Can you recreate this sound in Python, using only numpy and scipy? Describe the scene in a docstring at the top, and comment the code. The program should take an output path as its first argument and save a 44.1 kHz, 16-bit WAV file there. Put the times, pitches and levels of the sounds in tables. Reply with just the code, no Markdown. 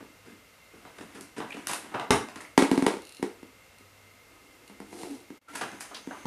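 """Hollow plastic balls rustle and knock over a faint appliance hum: a mink is rooting in a plastic baby tub.
The balls rub, squeak and hit the tub wall, and hard shoves rock the whole tub. The mink drags out a toy
that drops and bounces, making the laminate floor ring; the hardest blow overloads the microphone.
Toy and claws tick and paws scuff on the boards. The level dips briefly, then the mink digs into the balls
again while a faint high whistle sets in."""
import sys
import numpy as np
from scipy import signal
from scipy.fft import rfft, irfft, next_fast_len
from scipy.io import wavfile
from scipy.ndimage import uniform_filter1d

SR = 44100
rng = np.random.default_rng(int(sys.argv[2]) if len(sys.argv) > 2 else 0)


def master(y):
    """Save y as 16-bit WAV."""
    cut = np.clip(np.atleast_2d(y).T, -1, 1)
    pcm = np.round(cut * 32767)  # scale
    wavfile.write(sys.argv[1], SR, pcm.astype(np.int16))


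N = 276374
TIME = np.arange(N) / SR
AGE = TIME[:SR // 2]   # seconds since a hit
BANDS_HZ = [(90, 550), (550, 1400), (1400, 4000), (4000, 14000)]   # thump, knock, clack, tick


def from_db(db):
    """Turn decibels into a gain."""
    return 10 ** (np.asarray(db) / 20)


def rms_one(x):
    """Scale a signal so that its average strength (rms) is 1."""
    return x / np.sqrt(np.mean(x ** 2) + 1e-20)


def at_level(sound, db):
    """Set the rms level of a sound's first 30 ms."""
    return from_db(db) * sound / np.sqrt(np.mean(sound[AGE < .03] ** 2))


def decay(t, t60):
    """A fade that falls by 60 dB in t60 seconds, the ring time."""
    return np.exp(-np.log(1000) * t / t60)


def add(out, s, sound):
    """Mix a sound in at s seconds."""
    start = int(np.clip(round(s * SR), 0, N - 1))
    out[start:start + len(sound)] += sound[:N - start]


def through(x, response):
    """Give a signal the ring or echoes of a response."""
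    return signal.fftconvolve(x, response)[:len(x)]


def high_pass(x, hz):
    """Cut the lows: small or thin things give off little bass."""
    return signal.sosfilt(signal.butter(3, hz, "high", fs=SR, output="sos"), x)


def band_pass(x, edges_hz):
    """Keep what lies between two frequencies."""
    return signal.sosfilt(signal.butter(3, edges_hz, "band", fs=SR, output="sos"), x)


def pulse(spectrum, size=4096):
    """The shortest pulse with a given tone colour; its energy is 1."""
    hz, db = np.transpose(spectrum)
    grid_hz = np.maximum(np.fft.rfftfreq(size, 1 / SR), 1)
    gain = from_db(np.interp(np.log(grid_hz), np.log(hz), db))
    cepstrum = irfft(np.log(gain))
    cepstrum[1:size // 2] *= 2   # folding it in half packs the energy at the start
    cepstrum[size // 2:] = 0
    return rms_one(irfft(np.exp(rfft(cepstrum)))) / np.sqrt(size)


def narrow_noise(hz, width_hz):
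    """Noise gathered around one pitch; its rms is 1."""
    size = next_fast_len(N, real=True)
    resonance = 1 / (1 + (2 * (np.fft.rfftfreq(size, 1 / SR) - hz) / width_hz) ** 2)
    return rms_one(irfft(rfft(rng.standard_normal(size)) * resonance, size)[:N])


def ring(tones, scatter_db=0, pitch=1, size=6000):
    """A struck object rings with its own tones; where it is hit can make each louder or softer."""
    hz, db, t60 = np.transpose(tones)[:, :, None]
    t = AGE[:size]
    strength = from_db(db + scatter_db * rng.uniform(-1, 1, hz.shape))
    sound = np.sum(strength * decay(t, t60) * np.sin(2 * np.pi * hz * pitch * t), axis=0)
    sound *= np.cos(np.pi / 2 * np.arange(size) / size)   # the ring fades smoothly to silence at its end
    return np.pad(rms_one(sound) / np.sqrt(size), (0, len(AGE) - size))


def reverb(t60_s=0.36, treble_t60_s=0.31, first_echo_s=0.0022, build_s=0.0084, lumpy_db=2.0):
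    """The room's echoes build into a tail whose treble dies sooner; its energy is 1."""
    echoes = rng.standard_normal(len(AGE)) * from_db(lumpy_db * rng.uniform(-2.8, 2.2, len(AGE)))
    bass = signal.lfilter([.3], [1, -.7], echoes)
    tail = bass * decay(AGE, t60_s) + (echoes - bass) * decay(AGE, treble_t60_s)
    build_up = np.clip((AGE - first_echo_s) / build_s, 0, 1)
    return rms_one(tail * build_up) / np.sqrt(len(AGE))


def room(echo_db):
    """Direct sound and echoes from one spot in the room."""
    return (AGE == 0) + from_db(echo_db) * reverb()


def voiced(sound, levels_db, hard_hz=12000, db_per_octave=12.5):
    """How hard and where a blow lands sets the level of four bands; a soft blow is also duller."""
    _, _, clack_db, tick_db = levels_db
    dull_hz = np.clip(hard_hz * 2 ** ((tick_db - clack_db) / db_per_octave), 1800, 18000)
    sound = signal.sosfilt(signal.butter(2, dull_hz, fs=SR, output="sos"), sound)
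    return sum(at_level(band_pass(sound, band), db) for band, db in zip(BANDS_HZ, levels_db))


def bouts(rows, rise_s, fall_s):
    """Gain of a repeated movement: each time it swells, holds and dies away."""
    gain = np.zeros(N)
    for s, length_s, db in rows:
        before, after = np.maximum(s - TIME, 0), np.maximum(TIME - s - length_s, 0)
        gain += from_db(db) * np.exp(-before / rise_s - after / fall_s)
    return gain


# tone colour of the room's air: f/Hz, relative level/dB
AIR_COLOUR = [(18, -53.5), (30, -14), (43, -4), (102, -2), (146, -5.5), (266, -3.5), (383, -8), (471, -1),
              (595, -4.5), (813, -7.5), (1400, -6), (1640, -9), (2130, -6.5), (3140, -11.5), (14900, -20)]
# the appliance's hum and whine: f/Hz, width/Hz, level/dB
HUM_TONES = [(59.2, 0.91, -80), (97.9, 3.3, -71.5), (473, 15, -85.5), (1265, 50, -72.5), (2087, 64, -67),
             (2150, 17, -71.5), (2725, 110, -71)]
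def air_and_hum(air_db=-57.5):
    """The room's air hisses softly while an appliance hums and whines."""
    air = from_db(air_db) * through(rng.standard_normal(N), pulse(AIR_COLOUR))
    return air + sum(from_db(db) * narrow_noise(hz, width_hz) for hz, width_hz, db in HUM_TONES)


# tone colour of ball rubbing on ball: f/Hz, relative level/dB
RUB_COLOUR = [(59, -27.5), (100, -32), (279, 5.5), (523, -10), (829, -7), (1090, -7.5), (1550, -6),
              (1760, -7.5), (1960, -6.5), (5580, -21), (9820, -17.5), (13200, -34.5), (14900, -55.5)]
# the mink leans on the balls: t/s, length/s, level/dB
STIRS = [(0.0, 0.032, -59.5), (0.76, 0.15, -60.5), (0.98, 0.27, -56.5), (1.491, .48, -52.5),
         (2.359, .1, -56), (5.501, .28, -50.5), (5.88, 0.11, -57), (6.119, 0.095, -51.5)]
def rubbing(slips_per_s=900, uneven_db=5.0):
    """Tiny slips between leaning balls make a soft rustle."""
    sizes = from_db(uneven_db * np.clip(rng.standard_normal(N), -2, 2)) * rng.choice([-1, 1], N)
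    slips = rms_one(sizes * (rng.random(N) < slips_per_s / SR))
    rustle = through(through(slips, pulse(RUB_COLOUR)), room(echo_db=6.5))
    return bouts(STIRS, rise_s=0.035, fall_s=0.069) * rms_one(rustle)


def settling(softer_db=10, spread_db=6.5, hard_db=-8, wall_db=3.5, fade_s=0.0075):
    """Once in each stir, at a random moment, a ball drops into a new place: one more small shove."""
    return [(s + length_s * rng.random(), db - softer_db + spread_db * rng.uniform(-1, 1),
             hard_db, wall_db, fade_s) for s, length_s, db in STIRS]


def jostle(fade_s, hits_per_s=420, soft_s=0.006, size=6000):
    """A shove runs through the heap as a fading string of hits; a quick one starts hard, a slow one swells."""
    t = AGE[:size]
    signs = rng.choice([-1, 1], size)
    push = np.exp(-t / fade_s) * (1 - np.exp(-3 * t / fade_s))
    hits = (rng.random(size) < hits_per_s / SR) * signs * push
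    first_hit = rng.choice([-1, 1]) * 0.9 * np.exp(-fade_s / soft_s)
    hits[rng.integers(0, 60)] += first_hit
    return hits


# tone colour of plastic clicking on plastic or wood: f/Hz, relative level/dB
CLICK_COLOUR = [(100, 4.5), (1000, -3.5), (3000, -4.5), (5200, -3.5), (7200, -5.5), (9600, -2),
                (11500, -9.5), (13000, -16), (14500, -26)]
# tones of one ball's shell: f/Hz, relative level/dB, ring time/s
BALL_TONES = [(1083, -7.5, 0.065), (1474, -1.5, 0.021), (1844, 6.5, 0.016), (2630, 15, 0.0038),
              (3533, 0, 0.014), (4990, -10, 0.013), (10290, -9.5, 0.014)]
# tones of the tub wall: f/Hz, relative level/dB, ring time/s
WALL_TONES = [(132, -1, 0.089), (201, -25.5, .14), (228, -3.5, 0.34), (271, -1.5, 0.069),
              (298.3, -8, 0.068), (329.4, 12, 0.034), (400, 0, 0.11), (451.6, 0, 0.07), (498, -5, 0.046),
              (610, -11, 0.044), (741, -1, 0.033), (840, -13, 0.0774), (890, 2.5, 0.015), (996, -2, 0.077),
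              (1184, -5, 0.019)]
# shoves among the balls: t/s, knock level/dB, hardness (tick over knock)/dB,
# tub wall (thump over knock)/dB, fade time/s
SHOVES = [(0.004, -52.5, -22.5, 5.5, 0.0079), (0.243, -62, -6, 4, 0.053), (0.734, -59.5, -29, 7, .015),
          (0.851, -50, -20, -4.5, 0.0036), (0.984, -50.5, -8, 2, 0.0058), (1.008, -51.5, -5.5, 1.5, 0.0056),
          (1.144, -52.5, -4, 3.5, 0.02), (1.209, -63.5, 14, 13.5, 0.0023), (1.364, -45.5, -11, 0, 0.011),
          (1.38, -46, -5.5, 8, 0.0075), (1.402, -38, -22, -7.5, 0.0026), (1.503, -54.5, -4, -12, .004),
          (1.543, -51.5, -9, 7, 0.0055), (1.568, -47, -11, 0.5, .0055), (1.6706, -43.5, 8.5, -8, 0.0018),
          (1.692, -37, -8, -8.5, 0.0075), (1.712, -46, 5.5, -2.5, .004), (1.733, -40, 2.5, -19, 0.0037),
          (1.843, -52.5, -11, 3, 0.0035), (1.912, -48, -28, -4, .018), (1.940, -32, -24, -8, .011),
          (1.997, -35.5, -16.5, -9.5, 0.0029), (2.1063, -24, -4.5, -2.5, .0036),
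          (2.286, -47.5, -9, -12, .002), (2.358, -47, -5.5, 0.5, .004), (2.406, -51.5, -1, -9, 0.01),
          (5.534, -49.5, -6, -2.5, 0.014), (5.552, -41.5, -0.5, -16, 0.0086), (5.611, -34, -10, -9, .0075),
          (5.717, -50.5, -10, 2.5, .003), (5.802, -48.5, 5, -22, 0.012), (5.910, -46.5, -28, -8, .011),
          (5.946, -53.5, 2, -4, .002), (5.965, -59, -6, 0, 0.009), (6.108, -41, -30, -13, .007),
          (6.255, -40.5, -10, 7.5, 0.0064)]
def balls(wall_mix_db=1.0, click_mix_db=2.0, size_spread=.15, count=4, size=4096):
    """Each shove knocks a few balls of different sizes together and against the tub wall."""
    out, click = np.zeros(N), pulse(CLICK_COLOUR, size=len(AGE))
    places = np.array([room(echo_db=0) for _ in range(count ** 2)])   # each spot has its own echoes
    for s, db, hard_db, wall_db, fade_s in SHOVES + settling():
        heap = 0
        for echoes in rng.choice(places, count, replace=False):
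            pitch = np.exp(size_spread * rng.uniform(-1, 1))
            shell = ring(BALL_TONES, scatter_db=4, pitch=pitch, size=1500)
            wall = ring(WALL_TONES, scatter_db=5, size=3500)
            contact = shell + from_db(wall_mix_db) * wall + from_db(click_mix_db) * click
            heap = heap + through(echoes, signal.fftconvolve(jostle(fade_s), contact[:size]))
        levels_db = db + np.array([wall_db, 0, 1 + 0.4 * hard_db, hard_db])   # harder is brighter
        add(out, s, voiced(high_pass(heap, hz=180), levels_db))
    return out


# tones of the tub rocking on its base: f/Hz, relative level/dB, ring time/s
BASE_TONES = [(55, -12, 0.084), (87.6, -17, .16), (119.6, -4, 0.16), (206, -8, 0.65), (255.6, 9, 0.21),
              (323, -18, 0.2), (396, -17, 0.32), (425, 12, 0.078), (670, -12, 0.067), (883, 11.5, .05),
              (950, -9.5, 0.017)]
# the tub bumps against the floor: t/s, level/dB
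JOLTS = [(1.402, -46.5), (1.945, -43.5), (2.091, -58), (2.106, -19.5), (6.255, -34.5)]
def tub_jolts():
    """A hard blow rocks the whole tub with a deep, hollow thud."""
    out = np.zeros(N)
    for s, db in JOLTS:
        add(out, s, at_level(through(ring(BASE_TONES), room(echo_db=-7)), db))
    return high_pass(out, hz=65)


# plastic squeaking on plastic: t/s, f/Hz, relative level/dB, length/s, wobble/share of the pitch
SQUEAKS = [(1.506, 2340, -39.5, 0.0056, 0.069), (1.519, 2665, -41.5, 0.014, 0.2),
           (2.405, 1980, -40.5, 0.0032, 0.06), (2.449, 2130, -43.5, 0.005, 0.071),
           (5.473, 1400, -49.5, 0.025, 0.089), (5.942, 4137, -43.5, 0.02, 0.3),
           (5.958, 3900, -48.5, 0.02, 0.3)]
def squeaks():
    """Plastic sticks and slips fast enough to give a short, unsteady pitch."""
    out = np.zeros(N)
    for s, hz, db, length_s, wobble in SQUEAKS:
        drift = rms_one(uniform_filter1d(rng.standard_normal(len(AGE)), size=24))
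        pitch_hz = hz * (1 + wobble * drift)
        swell = np.sin(np.pi * np.clip(AGE / length_s, 0, 1))
        tone = np.sin(2 * np.pi * np.cumsum(pitch_hz) / SR)
        add(out, s, through(2 * from_db(db) * swell * tone, room(echo_db=-3.5)))
    return out


def crack(fade_s, echo_db):
    """Two hard surfaces chatter briefly as they meet; the room returns an even wash."""
    burst = rms_one(rng.standard_normal(len(AGE)) * np.exp(-AGE / fade_s)) / np.sqrt(len(AGE))
    return through(burst + from_db(echo_db) * reverb(), pulse(CLICK_COLOUR, size=512))


# tones of the laminate boards: f/Hz, relative level/dB, ring time/s
BOARD_TONES = [(205, -7, 0.2), (276, -1, 0.063), (326.7, 10, 0.013), (357, -16, 0.23),
               (412.6, -15.5, 0.098), (460.4, -17.5, 0.13), (680, -12, 0.043), (775, -5, 0.024),
               (898, -0.5, 0.018), (1400, -13, 0.02), (1636, -9, 0.033), (1950, 3, 0.013),
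               (2185, -4.5, 0.03), (2500, -22.5, 0.045)]
# toy and paws hit the floor: t/s, thump level/dB, hardness/dB, f/Hz that the struck spot favours
FLOOR_BLOWS = [(2.5772, -16.5, 4.5, 288), (2.6192, -36, 7, 297), (2.6229, -21, 1, 295),
               (2.7141, -19.5, -3.5, 280), (2.7766, -22, -4, 275), (2.8233, -23, -4, 266),
               (2.8648, -22.5, 5.5, 340), (2.938, -40.5, 2.5, 312), (2.968, -42, 0.5, 306),
               (3.195, -46.5, -7, 294), (3.2268, -27.5, -1, 388), (3.429, -46.5, -2, 292),
               (3.807, -59, -1.5, 404), (4.698, -51.5, 1.5, 205), (4.802, -43.5, 1.5, 205),
               (4.928, -46, 3, 400), (5.033, -40.5, 2, 350), (5.303, -42.5, -5.5, 275),
               (6.0728, -37.5, -6, 270)]
def floor_blows(favour_db=11.0, favour_width=0.12, slap_s=0.015, slap_db=-11.0, absorb_s=0.44,
                echo_db=-2.5, crack_db=-11.5):
    """Toy and paws set the boards ringing under a short crack; each spot favours some tones."""
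    out = np.zeros(N)
    hz, db, t60 = np.transpose(BOARD_TONES)
    for s, thump_db, hard_db, spot_hz in FLOOR_BLOWS:
        lift_db = favour_db * np.exp(-(np.log(hz / spot_hz) / favour_width) ** 2)
        boards = ring(np.column_stack([hz, db + lift_db, t60]))
        # a near wall returns one clear echo; the wash of other echoes dies quickly along the floor
        slap = from_db(slap_db) * np.interp(AGE - slap_s, AGE, boards, left=0)
        wash = high_pass(through(boards, reverb() * np.exp(-AGE / absorb_s)), hz=280)
        body = high_pass(boards + from_db(echo_db) * (slap + wash), hz=218)
        contact = high_pass(from_db(crack_db) * crack(fade_s=0.0034, echo_db=-1), hz=800)
        # hardness lifts the three bands above the thump
        levels_db = thump_db + np.array([0, hard_db - 7, hard_db - 13, hard_db - 18.5])
        add(out, s, voiced(body + contact, levels_db, hard_hz=16100))
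    return out


def floor_thuds(hz=72, t60_s=0.045, offset_db=-12.0, growth=1.15):
    """The same blows bend the whole floor: a deep thud that grows faster than the thump."""
    out = np.zeros(N)
    flex = decay(AGE, t60_s) * np.sin(2 * np.pi * hz * AGE)
    for s, thump_db, _, _ in FLOOR_BLOWS:
        add(out, s, from_db(offset_db + growth * thump_db) * flex)
    return high_pass(out, hz=24)


# tones of a small hard tip, such as a claw: f/Hz, relative level/dB, ring time/s
TIP_TONES = [(2830, 2.5, 0.015), (4130, 6.5, 0.006), (5430, -13, 0.0023), (9800, 3, 0.0044)]
# light ticks on the boards from the bouncing toy and from claws: t/s, length/s, relative level/dB
TICK_RUNS = [(2.755, .01, -32), (3.02, .17, -39), (3.272, .01, -51), (3.785, .01, -47), (4.678, .01, -42.5),
             (4.99, .05, -41), (5.203, .01, -49)]
def light_ticks(gap_s=0.023, uneven=0.45, ring_db=-17.5, scratch_db=-17.5, count=12):
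    """The toy or a claw taps the hard floor and rings briefly, once or in an uneven run."""
    out, ticks = np.zeros(N), []
    for _ in range(count):
        tip = through(ring(TIP_TONES, scatter_db=3, size=1500), room(echo_db=2))
        scratch = crack(fade_s=0.003, echo_db=-6.5)
        ticks.append(at_level(tip, ring_db) + at_level(scratch, scratch_db))
    for start_s, length_s, db in TICK_RUNS:
        s = start_s
        for tick in rng.permutation(ticks):
            if s <= start_s + length_s:
                add(out, s, from_db(db) * tick)
            s += gap_s * (1 + uneven * rng.uniform(-1, 1))
    return high_pass(out, hz=2500)


# paws and fur slide over the boards: t/s, length/s, drone level/dB
SLIDES = [(4.3, 0.57, -64), (4.93, .08, -47.5), (5.02, 0.13, -46.5)]
def scuff(grain_db=11.0, hiss_db=-7.5):
    """Sliding paws hiss, and their rubbing makes the boards drone."""
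    friction = rng.standard_normal(N) * from_db(grain_db * rng.uniform(-2, 2, N))
    drone = band_pass(through(friction, ring(BOARD_TONES)), edges_hz=(280, 800))
    hiss = high_pass(through(friction, pulse(CLICK_COLOUR)), hz=700)
    sliding = rms_one(drone) + from_db(hiss_db) * rms_one(hiss)
    return bouts(SLIDES, rise_s=0.031, fall_s=0.052) * sliding


def paw_judder(peak_s=5.12, swell_s=0.028, db=-35.5, hz=280, sag_hz_per_s=170, wobble=0.035):
    """A dragged paw sticks and slips in step with the boards: a short groan that sinks as it slows."""
    since = TIME - peak_s
    drift = rms_one(uniform_filter1d(rng.standard_normal(N), size=200))
    pitch_hz = (hz - sag_hz_per_s * since) * (1 + wobble * drift)
    swell = np.exp(-(since / swell_s) ** 2)
    return from_db(db) * swell * np.sqrt(2) * np.sin(2 * np.pi * np.cumsum(pitch_hz) / SR)


# brief dips in the whole sound: t/s, length/s, level change/dB
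DIPS = [(5.379, 0.107, -11.5), (5.389, 0.027, -19.5)]
def dips(edge_s=0.0052):
    """A gain that dips briefly; where dips overlap, their depths add."""
    change_db = np.zeros(N)
    for s, length_s, db in DIPS:
        inside_s = np.minimum(TIME - s, s + length_s - TIME)
        change_db += db * np.clip(inside_s / edge_s, 0, 1)
    return from_db(change_db)


def whistle(times_s=(5.45, 5.6, 6.27), levels_db=(-100, -65, -63)):
    """A faint, breathy high whistle sets in near the end."""
    return from_db(np.interp(TIME, times_s, levels_db)) * narrow_noise(hz=6350, width_hz=800)


def scene():
    """The room, the tub and the floor, heard from one point."""
    background = air_and_hum()
    tub = rubbing() + balls() + tub_jolts() + squeaks()
    floor = floor_blows() + floor_thuds() + light_ticks() + scuff() + paw_judder()
    return (dips() * (background + tub + floor + whistle()))[None]


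def record(dry):
    """The overloaded microphone flattens the tallest peaks; the highest treble is cut."""
    overload, cutoff_hz = 0.69, 14600
    treble_cut = signal.ellip(10, .1, 80, cutoff_hz, fs=SR, output="sos")
    return signal.sosfilt(treble_cut, np.clip(dry, -overload, overload))


dry = scene()
out = record(dry)
master(out)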